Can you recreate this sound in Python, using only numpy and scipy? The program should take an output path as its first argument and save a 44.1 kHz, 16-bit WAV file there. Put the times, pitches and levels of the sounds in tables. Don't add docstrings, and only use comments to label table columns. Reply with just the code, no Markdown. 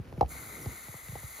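import sys
import numpy as np
from scipy import signal
from scipy.fft import rfft, irfft
from scipy.io import wavfile
from scipy.ndimage import uniform_filter1d

SR = 44100
rng = np.random.default_rng(int(sys.argv[2]) if len(sys.argv) > 2 else 0)


def generate_wav(sig):
    pcm = np.round(np.clip(np.atleast_2d(sig).T, -1, 1) * 32767).astype(np.int16)
    wavfile.write(sys.argv[1], SR, pcm)


N = 61739
SIZE, HOP = 512, 128
BINS, FRAME_S = np.fft.rfftfreq(SIZE, 1 / SR), np.arange(N // HOP + 5) * HOP / SR
TIME = np.arange(N) / SR

# start in seconds, thud peak in dB, thud pitch in Hz,
# tap peak in dB, tap pitch in Hz, ring level in dB, tick peak in dB.
KNOCKS = [(-.008, -37.5, 84, -23, 245, -52.5, -62), (0.065, -44, 90, -61, 250, -63, -58),
          (0.125, -41.5, 114, -39, 430, -55, -44.5), (0.1765, -33, 124, -35.5, 190, -49, -48),
          (0.2092, -26.5, 84.5, -14, 580, -13, -27), (0.2252, -31.5, 78.5, -22, 470, -20.5, -37.5),
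          (.242, -45.5, 149, -39, 500, -41.5, -61), (.26, -59, 121, -50, 400, -55, -46),
          (0.658, -27.5, 101.5, -35, 300, -39.5, -37), (0.882, -41, 112, -43.5, 354, -52, -37.5),
          (.94, -43, 121, -39.5, 510, -54, -52), (1.083, -36.5, 111, -44, 608, -59, -37),
          (1.121, -36, 111, -45, 614, -66, -41.5), (1.1534, -45, 103, -35, 422, -36.5, -39),
          (1.231, -36, 94, -43.5, 554, -58, -47), (1.388, -53, 89.7, -45, 456, -49.5, -44)]
# pitch in Hz, relative level in dB, seconds to its peak.
BODY_MODES = [(772, 0, 0.005), (481, -19, 0.0066)]
# frequency in Hz, lead of the left in radians.
BODY_PHASE = [(20, -3), (70, 0.77), (180, 0), (350, 0.4), (750, -1.43), (1400, 0.3), (2400, 1), (5500, 0.5),
              (10000, -5), (15000, -9.4)]
# frequency in Hz, relative level in dB.
TICK_COLOUR = [(300, 2), (1200, -7.5), (2000, 5), (2700, -0.5), (3300, -5.5), (4800, -8), (7000, -15),
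               (15000, -24.5)]
WIND_COLOUR = [(20, -45), (40, -6), (65, 6), (120, -1.5), (200, -16), (400, -19), (700, -16), (1500, -45),
               (4000, -44)]
RUB_COLOUR = [(60, -29), (140, 2), (220, -0.5), (400, -5), (700, -14.5), (1500, -29.5), (4000, -35)]
AIR_COLOUR = [(100, 1), (700, 7), (1500, 7.5), (3000, -4), (5000, -9), (8000, -21.5), (15000, -21)]
JET_COLOUR = [(2500, -13), (3100, -11), (4700, -8), (5500, -14), (6000, -5.5), (6600, .8), (7400, .8),
              (8000, -1), (9100, -3), (10600, 1.3), (11700, -.7), (12600, -4), (13600, -1.3), (14700, 4.5),
              (15700, -1.5)]
# time in seconds, level in dB.
WIND_LEVEL = [(0, -57.5), (.2, -43.5), (.39, -51.5), (.5, -55.5), (.62, -55.5), (.72, -54), (.8, -65),
              (1.02, -63), (1.15, -50), (1.4, -63.5)]
RUB_LEVEL = [(0, -54.5), (.16, -51.5), (.28, -57), (.41, -56.5), (.47, -54.5), (.64, -48.5), (.72, -50.5),
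             (.79, -63), (1.4, -72.5)]
# time in seconds, gain on the whole hiss in dB.
EFFORT = [(.32, 1), (.42, 0.7), (.6, 0), (.85, -0.5), (1.02, -1.5), (1.2, -0.5), (1.3, 0), (1.4, 1)]
# starting centre in Hz, width in Hz, starting level in dB before EFFORT,
# fade in dB per second, left over right in dB.
THROAT_MODES = [(724, 780, -57.5, 8.5, 0.5), (1346, 510, -54.5, 5.5, 11), (2144, 313, -52.5, 2, 10),
                (4130, 1020, -61.5, 1, 0)]
# time in seconds, guide pitch in Hz.
THROAT_DRIFT = [(.3, 2184), (.46, 2130), (.65, 2104), (.85, 2105), (1.0, 2074), (1.16, 2050), (1.28, 2080),
                (1.4, 2130)]
# frequency in Hz, lead of the left in radians.
HISS_PHASE = [(300, -.4), (850, -.8), (1150, .2), (1450, -.8), (1950, -.7), (2350, .4), (3000, 0),
              (5800, 0), (7000, -1.5), (8000, -3.1), (9600, -4.5), (11500, -6.2), (12200, -6.5),
              (13000, -7.8), (14700, -9.3), (15700, -9.5)]
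# frequency in Hz, likeness from 0 to 1.
HISS_LIKENESS = [(500, .7), (1100, .5), (2100, .88), (2900, .4), (3700, .93), (5400, .75), (7000, .88),
                 (8200, .97), (9300, .84), (11600, .95), (12800, .8), (15000, .97)]
# start and length in seconds, first and last pitch in Hz, peak in dB.
CHIRPS = [(0.603, 0.05, 6250, 5250, -56.5), (.812, 0.041, 6940, 5650, -59)]


def amp(db):
    return 10 ** (np.asarray(db) / 20)


def unit_rms(x):
    return x / np.sqrt(np.mean(x ** 2) + 1e-20)


def unit_peak(x):
    return x / abs(x).max()


def over_time(points, s):
    return np.interp(s, *np.transpose(points))


def over_hz(points, hz):
    knots_hz, value = np.transpose(points)
    return np.interp(np.log(hz + 1), np.log(knots_hz + 1), value)


def add(mix, start_s, sound):
    at = round(start_s * SR)
    sound = sound[max(-at, 0):]
    part = mix[max(at, 0):][:len(sound)]
    part += sound[:len(part)]


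def waver(samples):
    drift = uniform_filter1d(rng.standard_normal(N), samples)
    return unit_rms(uniform_filter1d(drift, samples // 2))


def stereo_noise(colour, likeness, phase=0):
    a, b, c, d = rng.standard_normal((4, len(FRAME_S), len(BINS)))
    left, apart = a + 1j * b, c + 1j * d
    right = (likeness * left + np.sqrt(1 - likeness ** 2) * apart) * np.exp(-1j * phase)
    frames = (np.array([left, right]) * colour).transpose(0, 2, 1)
    return unit_rms(signal.istft(frames, nperseg=SIZE, noverlap=SIZE - HOP)[1][:, :N])


def blow(centre_hz, octaves, late_cycles, top_hz=1213, size=8192):
    hz = np.fft.rfftfreq(size, 1 / SR) + 1
    band = np.exp(-.5 * (np.log2(hz / centre_hz) / octaves) ** 2) / (1 + (hz / top_hz) ** 10)
    delay = np.exp(-2j * np.pi * late_cycles * np.log(hz))
    return unit_peak(irfft(band * delay))[:size // 2]


def tick(decay_s=0.0011):
    burst = rng.standard_normal(SIZE) * np.exp(-np.arange(SIZE) / SR / decay_s)
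    db = over_hz(TICK_COLOUR, BINS)
    log_gain = np.log(amp(np.r_[db, db[-2:0:-1]]))
    minimum_phase = np.exp(np.conj(signal.hilbert(log_gain)))[:len(db)]
    return unit_peak(irfft(rfft(burst) * minimum_phase))


def knocks(contact_s=0.00127, swell=3.1):
    t, out = np.arange(SR // 20) / SR, np.zeros(N)
    ring = sum(amp(db) * (t / peak_s * np.exp(1 - t / peak_s)) ** swell * np.sin(2 * np.pi * hz * t)
               for hz, db, peak_s in BODY_MODES)
    for start_s, thud_db, thud_hz, tap_db, tap_hz, ring_db, tick_db in KNOCKS:
        add(out, start_s, amp(thud_db) * blow(thud_hz, octaves=0.47, late_cycles=2.0))
        add(out, start_s, amp(tap_db) * blow(tap_hz, octaves=1.0, late_cycles=1.6))
        add(out, start_s + contact_s, amp(ring_db) * ring)
        add(out, start_s + contact_s, amp(tick_db) * tick())
    return out


def rustle(ticks_per_s=81, peak_db=-53, spread_db=1):
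    contacts = rng.random(N) < ticks_per_s / SR
    strength = amp(peak_db + spread_db * rng.standard_normal(N))
    return signal.fftconvolve(contacts * strength, tick())[:N]


def rumble(colour, level, likeness=0.97, waver_db=1):
    gain = amp(over_hz(colour, np.fft.rfftfreq(N, 1 / SR)))
    mid, side = irfft(rfft(rng.standard_normal((2, N))) * gain, N)
    pair = unit_rms(np.sqrt(1 + likeness) * mid + np.sqrt(1 - likeness) * side * np.array([[1], [-1]]))
    return pair * amp(over_time(level, TIME) + waver_db * waver(samples=1000))


def camera_body(x):
    phase = over_hz(BODY_PHASE, np.fft.rfftfreq(2 * N, 1 / SR))
    return irfft(rfft(x, 2 * N) * np.exp(.5j * phase * np.array([[1], [-1]])))[:, :N]


def distant_air(level_db=-61):
    return amp(level_db) * stereo_noise(amp(over_hz(AIR_COLOUR, BINS)), likeness=0.42)


def hiss(start_s=0.2686, rise_s=0.041, throat_lag_s=0.017, jet_db=-46):
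    likeness, phase = over_hz(HISS_LIKENESS, BINS), over_hz(HISS_PHASE, BINS)
    age = TIME - start_s
    opening = np.clip(np.array([age, age - throat_lag_s]) / rise_s, 0, 1)
    jet_on, throat_on = np.sin(np.pi / 2 * opening) ** 2
    low_cut = BINS ** 2 / (BINS ** 2 + JET_COLOUR[0][0] ** 2)
    jet_flutter_db = 0.7 * waver(samples=300)
    jet = stereo_noise(amp(over_hz(JET_COLOUR, BINS)) * low_cut, likeness, phase)
    out = jet_on * amp(jet_db + jet_flutter_db) * jet
    shift = over_time(THROAT_DRIFT, FRAME_S)[:, None] / THROAT_DRIFT[0][1]
    throat_flutter_db = 0.8 * waver(samples=900)
    for hz, width_hz, db, fade_db_per_s, left_db in THROAT_MODES:
        resonance = 1 / (1 + (2 * (BINS - hz * shift) / width_hz) ** 2)
        balance = unit_rms(amp([[left_db], [0]]))
        level = throat_on * amp(db - fade_db_per_s * age + throat_flutter_db)
        out += balance * level * stereo_noise(resonance, likeness, phase)
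    return out * amp(over_time(EFFORT, TIME))


def chirps():
    out = np.zeros(N)
    for start_s, length_s, start_hz, end_hz, db in CHIRPS:
        hz = np.geomspace(start_hz, end_hz, int(length_s * SR))
        add(out, start_s, amp(db) * np.hanning(len(hz)) * np.sin(2 * np.pi * np.cumsum(hz) / SR))
    return out


def scene():
    snake = hiss()
    hillside = distant_air() + chirps()
    handling = knocks() + rustle()
    wind = rumble(WIND_COLOUR, WIND_LEVEL)
    rubbing = rumble(RUB_COLOUR, RUB_LEVEL)
    return snake + hillside + camera_body(handling + wind + rubbing)


def record(dry, edge_hz=15800):
    low_pass = signal.firwin(511, edge_hz, window=("kaiser", 9), fs=SR)
    return signal.oaconvolve(dry, low_pass[None], "same")


dry = scene()
out = record(dry)
generate_wav(out)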